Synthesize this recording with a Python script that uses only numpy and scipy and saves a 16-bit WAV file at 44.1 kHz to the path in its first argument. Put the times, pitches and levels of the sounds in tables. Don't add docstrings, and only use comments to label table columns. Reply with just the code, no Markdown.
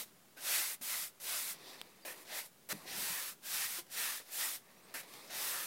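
import sys
import numpy as np
from scipy import signal
from scipy.fft import rfft, irfft, next_fast_len
from scipy.io import wavfile
from scipy.ndimage import uniform_filter1d, map_coordinates

SR = 44100
rng = np.random.default_rng(int(sys.argv[2]) if len(sys.argv) > 2 else 0)


def bounce(signal):
    frames = np.transpose(np.atleast_2d(signal))
    limited = np.clip(frames, -1, 1)
    pcm = np.round(limited * 32767).astype(np.int16)
    wavfile.write(sys.argv[1], SR, pcm)


N = 249606

# (frequency [Hz], density [dB per Hz])
AIR_SPECTRUM = [(40, -43), (70, -34), (110, -13), (200, -18), (430, -17), (510, -5), (1200, -7),
                (2240, -10.5), (6000, -13), (15700, -13)]
# (time [s], level [dB])
RUMBLE_LEVEL = [(0, -68.5), (.69, -73), (1.31, -68.5), (1.8, -66), (2.28, -69.5), (2.74, -70.5),
                (2.96, -57.5), (3.2, -70.5), (3.86, -66), (4.2, -72.5), (4.75, -68.5), (5.66, -66)]
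# (frequency [Hz], density [dB per Hz])
RUMBLE_SPECTRUM = [(65, -22), (100, -10), (155, -0.5), (200, 0.5), (280, -4.5), (400, -3.5), (800, -23.5)]
# (time [s], length [s], start [Hz], end [Hz], peak level [dB])
BIRD_CHIRPS = [(1.973, .045, 3620, 3600, -72), (2.013, .04, 4850, 4600, -62),
               (4.755, .065, 5550, 6100, -70), (4.82, .055, 7950, 8650, -66),
               (4.823, .035, 4000, 4250, -75), (4.865, .08, 4580, 4750, -74)]
# (time [s], nominal level [dB])
TICK_EVENTS = [(1.675, -47), (1.704, -48), (1.815, -28.5)]
# (frequency [Hz], mean level [dB], t60 [s])
FERRULE_MODES = [(1150, -12, 0.0073), (1690, -10, 0.0061), (3400, 8, 0.0028), (5000, -6, .004),
                 (7900, -3, 0.0028)]
# (time [s], nominal level [dB], lowest ring [Hz], hardness [dB per octave])
BUMP_EVENTS = [(0.384, -54, 196, -11), (0.809, -43.5, 200, -13), (2.057, -49, 276, -2),
               (2.725, -35, 157.4, -1), (2.746, -34, 169, -10), (2.852, -46.5, 280, 0.5),
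               (2.98, -47, 158.7, 2), (3.1, -40, 140.5, -9), (3.784, -44, 276, -0.5), (4.944, -47, 266, -8)]
# (ratio to the lowest ring, mean level before hardness [dB], t60 [s])
WALL_MODES = [(1, -12, 0.2), (1.25, 3, 0.089), (1.9, -2, 0.11), (2.6, 0, 0.081), (3.7, -1, 0.1)]
# (time [s], level [dB])
SHIFT_LEVELS = [
    [(1.54, -60), (1.56, -62), (1.708, -56.5), (1.808, -61.5), (1.83, -64), (1.944, -68.5), (2.05, -69)],
    [(2.14, -61), (2.155, -60), (2.23, -58), (2.27, -76)],
    [(2.729, -54), (2.745, -56), (2.85, -61)],
    [(4.2, -55), (4.25, -78), (4.3, -62)],
    [(4.6, -76), (4.71, -65.5), (4.754, -69), (4.94, -63)],
    [(5.03, -58.5), (5.05, -63), (5.13, -57.5), (5.196, -59), (5.29, -60)],
]
# (scratch [dB], treble [dB])
SHIFT_COLOURS = [(1, -2.5), (-4, 1), (-2.5, 1.5), (-7, -7), (-4.5, -6), (-1, 0)]
# (frequency [Hz], density [dB per Hz])
RUSTLE_SPECTRUM = [(180, -25), (300, -3), (490, -2.5), (600, -4.5), (1150, -4.5), (1480, -13), (1890, -4.5),
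                   (2600, -7), (3030, -19), (4000, -48)]
SCRATCH_SPECTRUM = [(2300, -45), (3050, -8), (3700, 2), (4200, 1.5), (4900, 0.5), (6100, -5), (6800, -25),
                    (8800, -50)]
TREBLE_SPECTRUM = [(5000, -47), (6800, -4), (8500, -3), (12000, -3), (15700, -7.5)]
# (time [s], level [dB], finest tips re hiss [dB])
STROKE_LEVELS = [
    [(0.0, -49, 7), (0.008, -49, 4), (0.036, -54.5, 5), (0.054, -69, 5), (0.1, -71, -5)],
    [(0.405, -56.5, 2.5), (0.483, -42.5, 3.5), (0.555, -39, 3.5), (0.725, -51, 7.5), (0.747, -54.5, 8),
     (0.79, -86, -1)],
    [(0.812, -57.5, 6), (0.826, -53, 7.5), (0.904, -45.5, 5), (1.038, -48.5, 5.5), (1.08, -58, 8.5),
     (1.13, -87, 6)],
    [(1.2, -60, 3), (1.228, -55, 7), (1.292, -45.5, 4), (1.38, -45, 5), (1.454, -50, 6), (1.506, -49, 6),
     (1.532, -54, 7), (1.554, -66, 3), (1.57, -72, 0)],
    [(2.25, -65, -3), (2.324, -49, -5.5), (2.358, -48.5, 3), (2.392, -47, 2.5), (2.44, -60.5, 5),
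     (2.462, -61, 6), (2.5, -82, 8)],
    [(2.83, -72, 1), (2.88, -51, -7), (2.988, -46.5, 4), (3.08, -45.5, 4.5), (3.292, -51, 4.5),
     (3.324, -59.5, 7), (3.38, -87, 4)],
    [(3.41, -84, 9), (3.434, -60, 0), (3.46, -53.5, 6), (3.54, -43, 2.5), (3.644, -44, 4),
     (3.674, -49.5, 5.5), (3.794, -49.5, 4.5), (3.858, -82, 2), (3.87, -61, -4)],
    [(3.87, -73, -5), (3.888, -71, -2), (3.92, -54, 4), (3.96, -49, 3), (3.988, -44.5, 3.5),
     (4.016, -44.5, 5), (4.052, -44.5, 4), (4.174, -51, 4.5), (4.25, -70.5, 0)],
    [(4.25, -69, 3), (4.282, -62, 1), (4.304, -61.5, 3), (4.328, -54, 8), (4.412, -42.5, 3.5),
     (4.506, -48.5, 6), (4.56, -51.5, 5), (4.616, -79, 6), (4.62, -73, 0)],
    [(5.27, -75, -3), (5.284, -67, -4), (5.308, -51, -7), (5.356, -47, 1), (5.472, -45, 4.5),
     (5.66, -50, 5)],
]
# (time [s], level [dB], finest tips re hiss [dB])
DAB_LEVELS = [
    [(0.364, -72, 1), (0.376, -61.5, 1), (0.405, -59.5, 5)],
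    [(2.05, -53.5, -2), (2.06, -54, 5.5), (2.122, -57, 6), (2.16, -72, 3)],
    [(2.689, -56, 10), (2.703, -47, 3.5), (2.729, -43.5, 3.5)],
    [(4.94, -56.5, 9), (4.95, -51.5, 5.5), (5.008, -55, 4), (5.03, -66, 2), (5.05, -70, -11)],
]
# (bundle [dB], board face [dB], board body [dB],
# bundle ring at start [Hz], at end [Hz], its base sharpness [dB],
# deepest bristle bend at [s], bend length [s], bend depth [0-2])
GESTURE_COLOURS = [(-6.5, -14.5, -14.5, 2120, 1700, 3.9, 0.047, .03, .5),
                   (-3, -11, -18, 1830, 2080, 4.6, 0.81, .03, 1),
                   (-5.5, -11.5, -18.5, 2030, 2000, 4.3, 0.947, 0.043, 1.5),
                   (-5, -11.5, -16, 2260, 1900, 1.8, 1.33, .05, 0.55),
                   (-2.5, -11.5, -9, 1850, 2160, 4.2, 2.38, .03, 0.5),
                   (-3, -12, -12.5, 1930, 1660, 5.4, 3.17, 0.052, 0.96),
                   (-5, -11.5, -19.5, 1530, 2250, 2.9, 3.63, 0.081, 0.81),
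                   (-3.5, -12, -16, 1840, 1750, 4.8, 4.09, .07, 0.94),
                   (-5.5, -13, -17, 1570, 2130, 4, 4.45, 0.043, 1.4),
                   (-4, -10.5, -11.5, 1900, 1750, 6, 5.57, 0.047, 1.8),
                   (2.5, -9, -5.5, 1440, 1620, 13, .378, .02, 1.1),
                   (3, -6.5, -2.5, 1740, 1920, 7.5, 2.11, 0.045, 0.79),
                   (1, -7, -8, 1900, 1780, 7, 2.727, 0.013, 1.2),
                   (1.5, -8, -7, 1740, 1900, 6, 4.945, .02, 1.7)]
# (start [Hz], end [Hz], sharpness [dB])
BOARD_SWEEPS = [(900, 900, 2), (690, 900, 3.4), (776, 600, 3.4), (640, 820, 2.5), (620, 1100, 6.6),
                (700, 1300, 7.6), (650, 800, 4), (600, 1400, 2.9), (700, 960, 2.5), (700, 1300, 4.6),
                (700, 600, 2), (600, 620, 4.5), (600, 530, 6.5), (700, 970, 1.6)]
# (frequency [Hz], density [dB per Hz])
TIP_SPECTRUM = [(2000, -68), (2900, -4.5), (3600, 0.5), (4500, 0), (5600, -0.5), (6500, -6.5),
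                (8000, -15.5), (12000, -17)]
FINE_TIP_SPECTRUM = [(4500, -32), (6500, -8.5), (8000, -3), (11400, -1.5), (14500, -3), (15700, -7.5)]
BUNDLE_SPECTRUM = [(1000, -44), (1300, -26), (1500, -3.5), (2000, 0), (2650, 1.5), (2950, -10.5),
                   (3600, -27), (6000, -48)]
# (frequency [Hz], density [dB per Hz])
FACE_SPECTRUM = [(450, -48), (750, -9.5), (1000, -2), (1350, 3), (1600, -5.5), (2600, -97)]
BODY_SPECTRUM = [(150, -25), (300, -4.5), (450, -3.5), (600, 1.5), (750, -5), (1000, -9), (1800, -63)]

AIR_DB = -65.5
TOP_HZ = 15830
SCRATCH_DB_PER_RUSTLE_DB = 0.6
LANDING_S, LANDING_DB = 0.052, 3
BODY_LAG_SHARE = 0.37
BODY_FADE_DB = 3
BEND_FACE_DB, BEND_BUNDLE_DB, BEND_SHARP_DB = 3.5, 2.5, 4


def amp(db):
    return 10 ** (np.asarray(db) / 20)


def unit(x):
    return x / np.sqrt(np.mean(x ** 2) + 1e-20)


def filtered(x, response):
    size = next_fast_len(N + 8192)
    return irfft(rfft(x, size) * response(np.fft.rfftfreq(size, 1 / SR)), size)[..., :N]


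def coloured(x, spectrum):
    hz, db = np.transpose(spectrum)
    return unit(filtered(x, lambda f: amp(np.interp(np.log(f + 1), np.log(hz), db))))


def wobble(knots_per_s):
    knots = rng.standard_normal(int(N * 200 / SR) + 4)
    return map_coordinates(knots, [np.arange(N) * knots_per_s / SR])


def slips(spike_db, patchy_db):
    pops = rng.standard_normal(N) * amp(spike_db * rng.exponential(size=N))
    z = signal.stft(pops, nperseg=256)[2]
    field = uniform_filter1d(rng.standard_normal(z.shape), size=2, axis=0)
    field = uniform_filter1d(field, size=18, axis=1)
    return signal.istft(z * amp(patchy_db * unit(field)), nperseg=256)[1][:N]


def ringing(x, centre_hz, width_oct, lift_db):
    hz, t_s, z = signal.stft(x, SR, nperseg=512)
    now = np.minimum((t_s * SR).astype(int), N - 1)
    offset_oct = np.log2((hz[:, None] + 1) / centre_hz[now])
    lift = amp(lift_db[now] * np.exp(-(offset_oct / width_oct) ** 2))
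    weight = np.mean(abs(z) ** 2, axis=1, keepdims=True)
    lift = lift / np.sqrt(np.sum(weight * lift ** 2, axis=0) / np.sum(weight))
    return signal.istft(z * lift, SR, nperseg=512)[1][:N]


def played(tables, rows):
    t_s = np.arange(N) / SR
    starts, ends = np.array([[table[0][0], table[-1][0]] for table in tables]).T
    order = np.argsort(starts)
    latest = np.searchsorted(starts[order], t_s, side="right") - 1
    now = order[np.maximum(latest, 0)]
    levels = [np.interp(t_s, *np.transpose(table)[:2], left=-200, right=-200) for table in tables]
    level_db = np.max(levels, axis=0)
    peak_db = np.array([np.max(table, axis=0)[1] for table in tables])[now]
    below_db = np.minimum(peak_db - level_db, 30)
    since_s = np.maximum(t_s - starts[now], 0)
    gone = np.minimum(since_s / (ends - starts)[now], 1)
    gain = uniform_filter1d(amp(level_db), size=130)
    return gain, below_db, since_s, gone, np.array(rows)[now].T


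def outdoors():
    time_s, db = np.transpose(RUMBLE_LEVEL)
    level_db = np.interp(np.arange(N) / SR, time_s, db) + 1.5 * wobble(7)
    rumble = amp(level_db) * coloured(rng.standard_normal(N), RUMBLE_SPECTRUM)
    return rumble + amp(AIR_DB) * coloured(slips(spike_db=1.2, patchy_db=0.0), AIR_SPECTRUM)


def bird():
    out = np.zeros(N + SR)
    for time_s, length_s, from_hz, to_hz, db in BIRD_CHIRPS:
        n = int(length_s * SR)
        cycles = np.cumsum(np.linspace(from_hz, to_hz, n)) / SR
        out[round(time_s * SR):][:n] += amp(db) * np.hanning(n) * np.sin(2 * np.pi * cycles)
    return out[:N]


def blow(db, modes, rise_s):
    t_s = np.arange(SR // 4) / SR
    ring = 0
    for hz, level_db, t60_s in modes:
        decay_db = level_db + rng.normal(0, 1.5) - 60 * t_s / t60_s
        ring = ring + amp(decay_db) * np.sin(2 * np.pi * hz * t_s)
    return amp(db - 7) * ring * (1 - np.exp(-t_s / rise_s))


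def knocks():
    out = np.zeros(N + SR)
    for time_s, db in TICK_EVENTS:
        start = round(time_s * SR)
        out[start:][:SR // 4] += blow(db, FERRULE_MODES, rise_s=.00004)
        out[start + 2:][:2] += amp(db + 2.0) * np.array([1, -.4])
    for time_s, db, low_hz, hard_db in BUMP_EVENTS:
        modes = [(low_hz * k, level + hard_db * np.log2(k), t60_s) for k, level, t60_s in WALL_MODES]
        out[round(time_s * SR):][:SR // 4] += blow(db, modes, rise_s=0.0019)
    return filtered(out[:N], lambda hz: hz ** 2 / (hz ** 2 + 60 ** 2))


def shifts():
    gain, below_db, _, _, (scratch_db, treble_db) = played(SHIFT_LEVELS, SHIFT_COLOURS)
    rub = slips(spike_db=2.2, patchy_db=1.5) * amp(0.68 * wobble(45))
    scratch = amp(scratch_db) * coloured(rub, SCRATCH_SPECTRUM)
    treble = amp(treble_db) * coloured(rub, TREBLE_SPECTRUM)
    bright = amp(-SCRATCH_DB_PER_RUSTLE_DB * below_db) * (scratch + treble)
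    return gain * (coloured(rub, RUSTLE_SPECTRUM) + bright)


def brush():
    gestures = STROKE_LEVELS + DAB_LEVELS
    gain, below_db, since_s, gone, colour = played(gestures, np.hstack([GESTURE_COLOURS, BOARD_SWEEPS]))
    bundle_db, face_db, body_db, from_hz, to_hz, sharp_db = colour[:6]
    bend_s, bend_length_s, depth, board_from_hz, board_to_hz, board_sharp_db = colour[6:]
    t_s = np.arange(N) / SR
    bend = depth * np.exp(-((t_s - bend_s) / bend_length_s) ** 2)

    drag = slips(spike_db=0.8, patchy_db=1.2) * amp(0.27 * wobble(60))
    fine_time_s, _, fine_points_db = np.transpose(sorted(sum(gestures, [])))
    fine_db = np.interp(t_s, fine_time_s, fine_points_db)
    tips = coloured(drag, TIP_SPECTRUM) + amp(fine_db) * coloured(drag, FINE_TIP_SPECTRUM)

    bundle_hz = from_hz + (to_hz - from_hz) * gone
    lift_db = np.clip(sharp_db + BEND_SHARP_DB * bend, 0, 16)
    bundle = ringing(coloured(drag, BUNDLE_SPECTRUM), bundle_hz, width_oct=.13, lift_db=lift_db)
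    bundle = amp(bundle_db + BEND_BUNDLE_DB * bend) * bundle

    body_db = body_db + BODY_LAG_SHARE * below_db - BODY_FADE_DB * gone
    body_db = body_db + LANDING_DB * np.exp(-since_s / LANDING_S)
    face = amp(face_db + BEND_FACE_DB * bend) * coloured(drag, FACE_SPECTRUM)
    body = amp(body_db) * coloured(drag, BODY_SPECTRUM)
    board_hz = board_from_hz + (board_to_hz - board_from_hz) * gone
    board = ringing(face + body, board_hz, width_oct=0.2, lift_db=np.clip(board_sharp_db, 0, 14))
    return gain * (tips + bundle + board)


def scene():
    mono = outdoors() + bird() + knocks() + shifts() + brush()
    return np.array([mono, mono])


def record(dry):
    return filtered(dry, lambda hz: hz < TOP_HZ) - .0002


dry = scene()
out = record(dry)
bounce(out)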